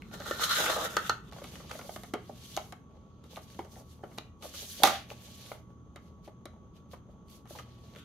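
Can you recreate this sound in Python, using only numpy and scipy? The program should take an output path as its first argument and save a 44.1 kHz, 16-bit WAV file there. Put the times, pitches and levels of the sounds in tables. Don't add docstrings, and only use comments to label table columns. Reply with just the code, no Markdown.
import sys
import numpy as np
from scipy import signal
from scipy.fft import rfft, irfft, next_fast_len
from scipy.io import wavfile

SR = 44100
rng = np.random.default_rng(int(sys.argv[2]) if len(sys.argv) > 2 else 0)


def int16_out(signal):
    q = np.round(np.clip(np.atleast_2d(signal).T, -1, 1) * 32767)
    wavfile.write(sys.argv[1], SR, q.astype(np.int16))


def gain_from_decibels(decibels):
    exponent = np.asarray(decibels, float) / 20
    return 10 ** exponent


N = 354563
FFT_SIZE = next_fast_len(N)
BINS_HZ = np.maximum(np.fft.rfftfreq(FFT_SIZE, 1 / SR), 1)

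# pitch in Hz, width in Hz, level in dB.
BOARD_MODES = [(300, 13, -8), (496.8, 98, -2), (650, 55, 0), (860, 130, -6.5)]
# pitch in Hz, width in Hz, level in dB.
CRACK_MODES = [(3786, 390, 6.5), (5400, 1500, -2.5), (6900, 880, -0.5), (8850, 950, -2), (11300, 990, -3.5),
               (12800, 7500, -16.5)]
# pitch in Hz, likeness (1 is the same, 0 is unrelated).
LIKENESS = [(30, .93), (60, 1), (250, 0.85), (600, 0.83), (1200, 0.33), (3000, 0.16), (8000, -0.091),
            (14000, -0.05)]
# pitch in Hz, difference in dB.
LEFT_LEAN = [(200, 0), (1000, -0.5), (3000, 0.5), (10000, -1.5)]


def rms_one(x):
    return x / np.sqrt(np.mean(x ** 2) + 1e-20)


def in_time(rows):
    s, *columns = np.transpose(rows)
    return [np.interp(np.arange(N) / SR, s, c, left=-140, right=-140) for c in columns]


def at_hz(points, hz):
    table_hz, values = np.transpose(points)
    return np.interp(np.log(hz), np.log(table_hz), values)


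def drift(rate):
    r = np.exp(-80 * np.pi * rate / SR)
    slow = signal.lfilter([1], [1, -2 * r, r * r], rng.standard_normal(N // 40 + 2002))[2000:]
    return np.interp(np.arange(N) / 40, np.arange(len(slow)), rms_one(slow - slow.mean()))


def resonate(x, modes):
    out = 0
    for k, (hz, width, db) in enumerate(modes):
        r = np.exp(-np.pi * width / SR)
        pole = [1, -2 * r * np.cos(2 * np.pi * hz / SR), r * r]
        ring = signal.lfilter([(1 - r * r) / 2, 0, (r * r - 1) / 2], pole, x)
        out = out + (-1) ** k * gain_from_decibels(db) * ring
    return out


def grit(per_s, spread_db, clump_db):
    sizes = gain_from_decibels(spread_db * np.minimum(rng.exponential(1, (2, N)), 4)) * rng.choice([-1, 1], (2, N))
    happens = rng.random((2, N)) < per_s / SR
    return sizes * happens * gain_from_decibels(clump_db * drift(21)) + 1e-9


def tinted(pair, spectrum, low_hz, high_hz):
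    skirt = 1 / np.sqrt((1 + (low_hz / BINS_HZ) ** 6) * (1 + (BINS_HZ / high_hz) ** 6))
    coloured = rfft(pair, FFT_SIZE) * gain_from_decibels(at_hz(spectrum, BINS_HZ)) * skirt
    return rms_one(irfft(coloured, FFT_SIZE)[:, :N])


def likeness_and_lean(hz):
    return np.clip(at_hz(LIKENESS, hz), -1, 1), at_hz(LEFT_LEAN, hz) / 2


def spread(pair):
    alike, lean = likeness_and_lean(BINS_HZ)
    mid, side = rfft(pair, FFT_SIZE) * np.sqrt([1 + alike, 1 - alike])
    return irfft([(mid + side) * gain_from_decibels(lean), (mid - side) * gain_from_decibels(-lean)], FFT_SIZE)[:, :N] / np.sqrt(2)


def strike(modes, rise_s, t60, noise):
    t = np.arange(noise.shape[1]) / SR
    force = (1 - np.exp(-t / rise_s)) ** 2 * (gain_from_decibels(-60 * t / t60) + 0.82 * np.exp(-t / 0.001396))
    rings = resonate(noise * force, modes)
    return rings / np.abs(rings).max(axis=1, keepdims=True)


def add(out, s, sound):
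    i = round(s * SR)
    out[:, i:i + sound.shape[1]] += sound[:, :N - i]


def background():
    # pitch in Hz, level in dB per Hz.
    air_colour = [(20, -31.5), (40, -8), (55, 2), (80, -4.5), (200, 2), (310, -8.5), (420, -9.5),
                  (630, -24.5), (1350, -20.5), (1600, -44.5), (2500, -50.5), (3200, -34.5), (5000, -52),
                  (9000, -70)]
    # time in seconds, level in dB.
    air_fade = [(0, 3), (1.5, 2), (3, -2.5), (8.04, -2)]
    # pitch in Hz, width in Hz, level in dB (rms).
    hum_tones = [(79.94, 6.5, -60.5), (119.7, 0.67, -61), (160, 6.8, -71), (3200, 430, -91),
                 (6360, 270, -85.5)]
    whine_hz, whine_db = 1125, -70.5
    air = gain_from_decibels(-54 + in_time(air_fade)[0]) * tinted(rng.standard_normal((2, N)), air_colour, 7.9, 17000)
    hum = 0
    for hz, width, db in hum_tones:
        hum = hum + gain_from_decibels(db) * rms_one(resonate(rng.standard_normal((2, N)), [(hz, width, 0)]))
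    turn = 2 * np.pi * np.cumsum(whine_hz + 1.5 * drift(10.0)) / SR
    whine = np.sqrt(2) * gain_from_decibels(whine_db + 1.6 * drift(6)) * np.array([np.sin(turn), np.cos(turn)])
    return air + hum + whine


def bands(pair, size):
    limits_hz = 28 * 2 ** np.arange(0, 9.3, 0.4)
    for low, high in zip(limits_hz, limits_hz[1:]):
        hz = np.sqrt(low * high)
        band_pass = signal.butter(2, [low, high], "band", fs=SR, output="sos")
        mid, side = signal.sosfilt(band_pass, pair())[:, -size:]
        alike, lean = likeness_and_lean(hz)
        both = np.sqrt(1 + alike) * mid + np.sqrt(1 - alike) * side * [[1], [-1]]
        yield hz, both * gain_from_decibels(np.array([[lean], [-lean]]))


def room(x):
    # pitch in Hz, seconds to fall 60 dB.
    decay = [(125, 0.37), (600, 0.21), (2500, 0.36), (5000, 0.21), (12000, 0.39)]
    # pitch in Hz, level in dB.
    tilt = [(300, 0), (1500, 0), (5000, -3), (8500, -10), (12000, -14)]
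    t = np.arange(SR // 2) / SR
    tail = 0
    for hz, band in bands(lambda: rng.standard_normal((2, SR)), SR // 2):
        tail = tail + band * gain_from_decibels(at_hz(tilt, hz) - 60 * t / at_hz(decay, hz))
    tail = tail * (1 - np.exp(-t / 0.0018))
    tail = tail / np.sqrt((tail ** 2).sum(axis=1).mean())
    return signal.fftconvolve(x[None], tail, axes=1)[:, :N]


def moves(rows, rise_db_per_s, fall_db_per_s):
    t, out = np.arange(0, N, 32) / SR, 0
    for s, hold_s, db, drag_db, board_db in rows:
        shape_db = -rise_db_per_s * np.maximum(s - t, 0) - fall_db_per_s * np.maximum(t - s - hold_s, 0)
        out = out + gain_from_decibels(shape_db + db + np.array([[0], [drag_db], [board_db]])) ** 2
    return np.repeat(out, 32, axis=1)[:, :N]


def paper():
    # start in seconds, hold in seconds, hiss in dB, drag and board in dB above hiss.
    slow_slides = [(1.45, 0.14, -59, 6.5, 2.5), (2.27, 0.14, -66, 6.5, -8), (2.45, 0.15, -58, 3, -7),
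                   (2.55, 0.15, -64, -14, -18), (2.95, 0.41, -100, 28.5, 23.5), (3.51, 0.1, -65, 6, 2),
                   (3.91, 0.021, -65.5, -1, 2), (4.07, 0.13, -68.5, -7, 7.5), (4.24, 0.021, -90, 20, 20),
                   (4.7, 0.21, -49, -7, -13.5), (4.88, 0.078, -60.5, 26, -11.5), (5.22, 0.31, -59.5, 6, -4),
                   (6.06, .015, -76, 9, 6), (7.68, 0.11, -79.5, 18, -6), (7.84, 0.13, -74, 11.5, 11)]
    # start in seconds, hold in seconds, hiss in dB, drag and board in dB above hiss.
    quick_jerks = [(1.33, 0.06, -67, 11, 16), (1.63, 0.13, -66.5, 12.5, 7.5), (1.73, 0.15, -56, -10, 2),
                   (1.9, 0.064, -54, -22, -18), (1.99, 0.1, -60.5, -2, -18), (3.25, 0.017, -72, -8, 4),
                   (3.31, 0.066, -61.5, 4.5, 3), (3.42, 0.019, -64, -22, -10), (3.64, 0.082, -71, -5, -3),
                   (3.72, 0.083, -61, -25, -2), (4.435, 0.034, -52.5, 2.5, -1), (4.49, 0.047, -59, 6, -7),
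                   (4.55, 0.08, -46.5, 1, -15), (5.1, 0.026, -59.5, 7, 8), (5.705, 0.016, -86, 11, 21.5),
                   (6.25, 0.013, -68.5, 8.5, -7.5), (6.76, 0.013, -74, 13.5, 5.5),
                   (6.92, 0.0077, -63, 3.5, -1), (7.1, .012, -84, 9, 14.5), (7.3, 0.059, -61.5, 0, -16),
                   (7.5, 0.035, -54, -9.5, -15), (7.56, 0.039, -61, 8, 10.5)]
    # hiss, drag and board in dB.
    resting_db = [-104, -91, -69.5]
    bend_zones = [1700, 2400, 3300, 4400, 5900, 7800, 10500, 14000]
    # pitch in Hz, level in dB per Hz.
    sheet_colour = [(710, -32.5), (1200, 2.5), (1850, -5), (2680, -8.5), (2830, -5.5), (3590, -7.5),
                    (6440, -10.5), (8000, -11), (11900, -10), (15200, -15.5), (16000, -16.5)]
    power = moves(slow_slides, rise_db_per_s=135.5, fall_db_per_s=214.5)
    power = power + moves(quick_jerks, rise_db_per_s=748.5, fall_db_per_s=327.5)
    handled = np.arange(N) / SR > quick_jerks[0][0]
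    hiss_gain, drag_gain, board_gain = np.sqrt(power + handled * gain_from_decibels(resting_db)[:, None] ** 2)
    catches = grit(6000, spread_db=1.0, clump_db=0.8)
    fibres = 0
    for hz in bend_zones:
        fibres = fibres + gain_from_decibels(2.5 * drift(18)) * resonate(catches, [(hz, hz * 0.3, 0)]) / np.sqrt(hz)
    hiss = hiss_gain * gain_from_decibels(-0.17) * tinted(fibres, sheet_colour, 4100, 16500)
    drag = drag_gain * gain_from_decibels(-9.5) * tinted(fibres, sheet_colour, 2800, 4500)
    bumps = grit(900, spread_db=3.5, clump_db=4.0)
    return hiss + drag + board_gain * gain_from_decibels(-1.5) * rms_one(resonate(bumps, BOARD_MODES))


def snaps():
    # time in seconds, peak in dB, pitch in Hz.
    kinks = [(1.314, -46, 4930), (1.3323, -40, 4140), (1.365, -41, 1540), (1.443, -37, 3800),
             (1.556, -35, 2700), (1.7145, -26, 2500), (1.7902, -38, 6400), (1.8127, -40, 2500),
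             (1.9394, -41, 4800), (1.9633, -37.5, 3000), (3.3136, -66, 3500), (3.36, -34.5, 4080),
             (3.3689, -42, 4100), (3.5021, -44, 3000), (3.547, -44, 2800), (3.5929, -50, 2560),
             (3.7574, -46, 2000), (4.1847, -23.5, 3670), (4.425, -36, 4000), (4.5473, -40, 4020),
             (5.103, -32, 2750), (5.2085, -56, 4000), (5.461, -42, 3000), (6.246, -56, 4000),
             (6.914, -48.5, 4020), (7.284, -51.5, 4020), (7.2996, -53, 4040), (7.4748, -48, 3200),
             (7.519, -50, 2800), (7.588, -35, 2810), (7.608, -49, 3450), (7.9376, -48.5, 4300),
             (7.9502, -46, 2500), (7.9611, -37, 2187), (7.9855, -44, 3100), (0.0211, -36.5, 2340),
             (0.1131, -44, 2500), (0.137, -43, 2970), (0.2014, -38, 5000), (0.2206, -32, 1600),
             (0.3958, -27, 1400), (0.6634, -18, 1990), (2.1389, -31, 890), (2.437, -46, 5500),
             (2.566, -27.5, 6100), (2.575, -26.5, 2960), (4.8402, -14.5, 800), (5.125, -50, 2800),
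             (5.5185, -37, 1200), (5.705, -56, 1397)]
    buzz_db, buzz_t60_s = -5, 0.012
    out, t = np.zeros((2, N)), np.arange(SR // 30) / SR
    for s, db, hz in kinks:
        noise = rng.standard_normal((2, len(t)))
        kink = (t == 0) * np.array([[-1], [0.4 * noise[1, 1]]])
        buzz = gain_from_decibels(buzz_db - 60 * t / buzz_t60_s) * noise
        rings = resonate(kink, [(hz * 0.67, hz * 1.2, 0)])
        rings = rings + resonate(buzz, [(hz, hz * 0.4, 0), (hz * 0.5, hz * 0.5, -4.0)])
        add(out, s, gain_from_decibels(db) * rings / np.abs(rings[0]).max())
    return out


def taps(touches, kind, middle_modes, bright_modes):
    knock_above_db, middling_t60_s, shorter_per_db = kind
    out = np.zeros((2, N))
    for s, db, hz, hardness_db in touches:
        noise = rng.standard_normal((3, 2, SR // 8))
        knock_db = knock_above_db + 0.47 * hardness_db
        t60 = middling_t60_s * gain_from_decibels(-shorter_per_db * (db + 40))
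        rise_s = 0.0003 * gain_from_decibels(-0.52 * hardness_db)
        dull_noise = signal.lfilter(*signal.butter(2, hz * 1.6, fs=SR), noise[0])
        thud_modes = [(hz, 130, 0), (hz * 1.3, 220, -6), (hz * 0.68, 120, -7)]
        thud = strike(thud_modes, rise_s, t60 * 0.76, dull_noise)
        knock = strike(middle_modes, rise_s * 0.84, t60 * 1.13, noise[1])
        crack = strike(bright_modes, 0.0002, t60 * 0.3, noise[2])
        touch = thud + gain_from_decibels(knock_db + 3) * knock + gain_from_decibels(hardness_db + 1.5) * crack
        add(out, s - 0.001, gain_from_decibels(db + 1.0) * touch)
    return out


def hands():
    # pitch in Hz, width in Hz, level in dB.
    knock_modes = [(1187, 270, 7), (2207, 430, 1.5), (2610, 1170, -4.5), (3240, 210, -1)]
    # time in seconds, thud in dB, thud pitch in Hz, hardness in dB.
    finger_pads = [(1.752, -38, 590, -14), (2.035, -40.5, 600, 1), (2.294, -33.5, 623, -43),
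                   (2.566, -39.5, 517, 10), (2.574, -23.5, 610, -8), (3.24, -50, 261, -4.5),
                   (3.374, -37, 600, -21), (3.648, -44.5, 510, -11), (6.277, -40, 651, -19.5),
                   (7.086, -51, 597, -33), (7.551, -43, 800, -15)]
    # time in seconds, thud in dB, thud pitch in Hz, hardness in dB.
    paper_edges = [(1.324, -41.5, 651, -6), (1.441, -42, 573, -1), (1.6, -45.5, 567, -8),
                   (1.844, -46, 550, -25), (1.892, -31.5, 660, -28), (1.962, -36, 616, -2),
                   (2.137, -28.5, 284, -15), (2.724, -41.5, 710, 2), (3.591, -31, 770, -19),
                   (4.113, -50, 470, -16), (4.178, -45.5, 250, 3.5), (4.424, -49, 660, 5),
                   (4.8, -37, 596, -23.5), (5.455, -70, 654, 22), (5.96, -44, 568, -2),
                   (6.456, -41, 547, 1), (6.934, -41.5, 552, -14), (7.455, -52, 682, -8.5),
                   (7.505, -40, 590, -37)]
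    # time in seconds, thud in dB, thud pitch in Hz, hardness in dB.
    fingernails = [(1.384, -45, 587, -19), (1.417, -40, 520, -35), (1.553, -53.5, 250, -25),
                   (1.695, -62, 538, 16), (1.711, -36.5, 1170, -14.5), (1.792, -39.5, 620, -18),
                   (1.814, -46, 580, -9), (3.762, -48, 650, -41), (4.032, -49.5, 1520, -24),
                   (4.036, -33, 580, -48), (4.181, -35.5, 645, -29), (4.54, -47, 563, -19),
                   (5.112, -39.5, 650, -34), (5.517, -30.5, 650, -31.5), (7.588, -42, 1270, -23),
                   (7.594, -43.5, 1310, -11)]
    # time in seconds, thud in
    # dB, thud pitch in Hz, hardness in dB.
    flat_hand = [(2.138, -27.5, 680, -9.5), (2.147, -36, 404, -55), (2.579, -34, 830, -16),
                 (3.368, -41, 926, -3.5), (3.592, -39.5, 360, -13), (4.82, -28.5, 680, -50.5),
                 (6.938, -44, 954, -22)]
    out = taps(finger_pads, (-5, 0.056, 0.52), knock_modes, CRACK_MODES)
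    out += taps(paper_edges, (-0.6, 0.049, 0.92), knock_modes, CRACK_MODES)
    out += taps(fingernails, (7, 0.034, 0.79), knock_modes, CRACK_MODES)
    out += taps(flat_hand, (-0.95, 0.068, 0.04886), knock_modes, CRACK_MODES)
    return out


def guide_bar():
    # time in seconds, blow in dB, brightness in dB, fall time in seconds.
    blows = [
        (4.8347, -7, 1.5, 0.014),
        (4.8362, -9, -8, 0.0036),
        (4.8408, -11, -12, 0.017),
        (4.848, -14.5, -10, 0.058),
        (4.8547, -16, -7, 0.29),
        (4.872, -15, -8, 0.04),
    ]
    # pitch in Hz, width in Hz, level in dB.
    bar_modes = [(250, 120, -2.5), (474, 140, -1.5), (651, 88, 9.5), (800, 60, 11.5), (1200, 200, 2),
                 (1870, 470, 0.5), (2670, 4500, -6)]
    out = np.zeros((2, N))
    for s, db, bright_db, t60 in blows:
        noise = rng.standard_normal((2, 2, SR // 4))
        body = strike(bar_modes, 0.00074, t60, noise[0])
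        crack = strike(CRACK_MODES, 0.00081, t60 * 0.58, noise[1])
        add(out, s - 0.001, gain_from_decibels(db) * (body + gain_from_decibels(bright_db) * crack))
    mid, side = out
    return np.array([mid, 0.5 * side - 0.35 * mid])


def carriage_clicks():
    # time in seconds, thud in dB, thud pitch in Hz, hardness in dB.
    clicks = [
        (0.021, -63, 250, -4),
        (0.113, -51, 715, -19.5),
        (0.139, -41.5, 650, -14),
        (0.202, -37, 582, -17),
        (0.311, -25, 530, -11.5),
        (0.398, -44.5, 675, 2),
        (0.968, -23, 665, 0),
        (1.096, -26.5, 680, 6.5),
        (7.95, -67, 300, 6),
        (7.961, -52, 265.6, -11),
    ]
    # pitch in Hz, width in Hz, level in dB.
    seat_modes = [(1354, 270, 2), (1596, 240, -2.5), (1810, 44, 1.5), (2245, 77, -20), (2860, 670, -16)]
    # pitch in Hz, width in Hz, level in dB.
    latch_modes = [(3064, 460, -14), (4270, 340, 6.5), (5360, 130, 3.5), (6330, 860, -1), (8800, 1800, -13),
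                   (12000, 1100, -12)]
    return taps(clicks, (4.06, 0.045, 0.018), seat_modes, latch_modes)


def jolts():
    # time in seconds, then rail, holder and board in dB above the steady rub.
    releases = [(0.41, -3, -4, -9), (0.434, -14.5, 7, -9), (0.491, 10, -1.5, -9), (0.508, 4, 9, -13),
                (0.53, 8, -2, -10), (0.555, 4, 5, -10.5), (0.583, -1, 3, -6.5), (0.6, -4, 5, -3.5),
                (0.638, -2, -7.5, 0), (0.657, 8, -3, -10), (0.697, 6, 6, 12.5), (0.715, -4, -6, -2),
                (0.762, 10, -11, 13.5), (0.784, -4, -9, -3), (0.811, 7.5, -3.5, -13.5), (0.852, 1, -1, -1),
                (0.26, 10, -3, -6), (0.284, 2, -1, -6), (0.325, 2, -9, 5), (0.982, -9, 7, -1),
                (1.048, 9, -16, -11), (1.108, -3, 9, 15), (7.957, -5, 10, -11), (7.985, 0, 1, -9),
                (8.02, 2, -5, -9)]
    t, out = np.arange(SR // 8) / SR, np.ones((4, N))
    shape = (1 - np.exp(-t / 0.0052)) * gain_from_decibels(-60 * t / 0.068)
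    for s, rail_db, holder_db, board_db in releases:
        blade_db = holder_db - 3.5
        add(out, s - 0.001, gain_from_decibels(np.array([[rail_db], [holder_db], [board_db], [blade_db]])) * shape)
    return out


def shift_pitch(pair, ratio):
    place = np.cumsum(ratio) % (N - 1)
    return np.array([np.interp(place, np.arange(N), x) for x in pair])


def carriage():
    # pitch in Hz, width in Hz, level in dB.
    rail_modes = [(1060, 83, 1), (1206, 410, 3), (1434, 160, 8), (1828, 130, -1), (2330, 650, -10)]
    # pitch in Hz, width in Hz, level in dB.
    holder_modes = [(2742, 350, -4.5), (3020, 470, -0.5), (3850, 670, 3.5), (4200, 500, 2),
                    (5013, 360, -7.5)]
    # pitch in Hz, width in Hz, level in dB.
    blade_modes = [(5230, 800, -4.5), (6540, 700, -1), (7300, 1300, -1.5), (9200, 3600, -1.5),
                   (12020, 10000, -5.5), (14700, 1700, -7.5)]
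    # time in seconds, speed as dB, pressure on the board in dB.
    seating = [(0.0, -68, -21), (0.11, -65, -7), (0.14, -45.5, 5), (0.17, -55.5, 2), (0.23, -50, -2),
               (0.282, -42.5, -1.5), (0.38, -44.5, -5), (0.405, -36, -11)]
    # time in seconds, speed as dB, pressure on the board in dB.
    cut = [(0.443, -31.5, -11), (0.477, -37.5, -13.5), (0.501, -33, -20), (0.575, -31.5, -11.5),
           (0.593, -31.5, 2.5), (0.755, -35.5, -3), (0.78, -40, 5.5), (0.849, -34.5, 1), (0.885, -46, -0.5)]
    # time in seconds, speed as dB, pressure on the board in dB.
    coast = [(0.93, -46, 1), (1.03, -48, 0), (1.07, -43.5, -15), (1.159, -62, -8), (1.22, -73, -8),
             (1.3, -58.5, -18)]
    # time in seconds, speed as dB, pressure on the board in dB.
    restart = [(7.94, -81, -22), (7.955, -66.5, -34), (7.99, -59.5, -33), (8.04, -66, -35)]
    # time in seconds, rail and holder pitch ratio.
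    travel = [(0.4, 1, 1.04), (0.49, 0.94, 1.04), (0.575, 1.11, 1.0), (0.63, 1.01, .95),
              (0.673, 1.07, 0.87), (0.722, .93, 1.04), (0.789, .84, .95), (0.849, 0.97, 0.99),
              (0.919, 1.02, .9)]
    # level in dB above speed, share of the pressure.
    answers = [
        (0.5, 0.08),
        (-1.5, -0.12),
        (-1, 0.98),
        (-2, 0.088),
    ]
    catches = grit(3000, spread_db=1.5, clump_db=0.14)
    parts = []
    for modes in (rail_modes, holder_modes, BOARD_MODES, blade_modes):
        parts.append(resonate(catches * rng.choice([-1, 1], N), modes))
    s, *ratios = np.transpose(travel)
    for k, ratio in enumerate(ratios):
        parts[k] = shift_pitch(parts[k], np.interp(np.arange(N) / SR, s, ratio))
    speed_db, pressure_db = np.maximum(in_time(seating + cut + coast), in_time(restart))
    out = 0
    for (db, share), part, jolt in zip(answers, parts, jolts()):
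        rocking_db = 1.33 * drift(25)
        gain = gain_from_decibels(speed_db + db - 4.5 + share * pressure_db + rocking_db)
        out = out + gain * jolt * rms_one(part)
    return out


def scene():
    air = background()
    rubbing = paper() + carriage()
    touches = snaps() + hands() + carriage_clicks()
    blows = touches * [[1], [0.6]] + guide_bar()
    echoes = gain_from_decibels(-13) * room(blows[0] + 0.76 * rubbing[0])
    return spread(blows + rubbing + air) + echoes


def band_limit(x):
    return signal.sosfilt(signal.butter(12, 16640, fs=SR, output="sos"), x)


def record(dry):
    # pitch in Hz, level in dB.
    mic_colour = [(2000, 1), (3700, 1.5), (5200, -0.5), (6500, 4.5), (7600, -2), (9200, -1.5), (12000, 4),
                  (15600, 1.5), (16300, -24)]
    heard = irfft(rfft(dry, FFT_SIZE) * gain_from_decibels(at_hz(mic_colour, BINS_HZ)), FFT_SIZE)[:, :N]
    heard = 1.3 * np.tanh(heard / 1.3)
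    return band_limit(heard)


dry = scene()
out = record(dry)
int16_out(out)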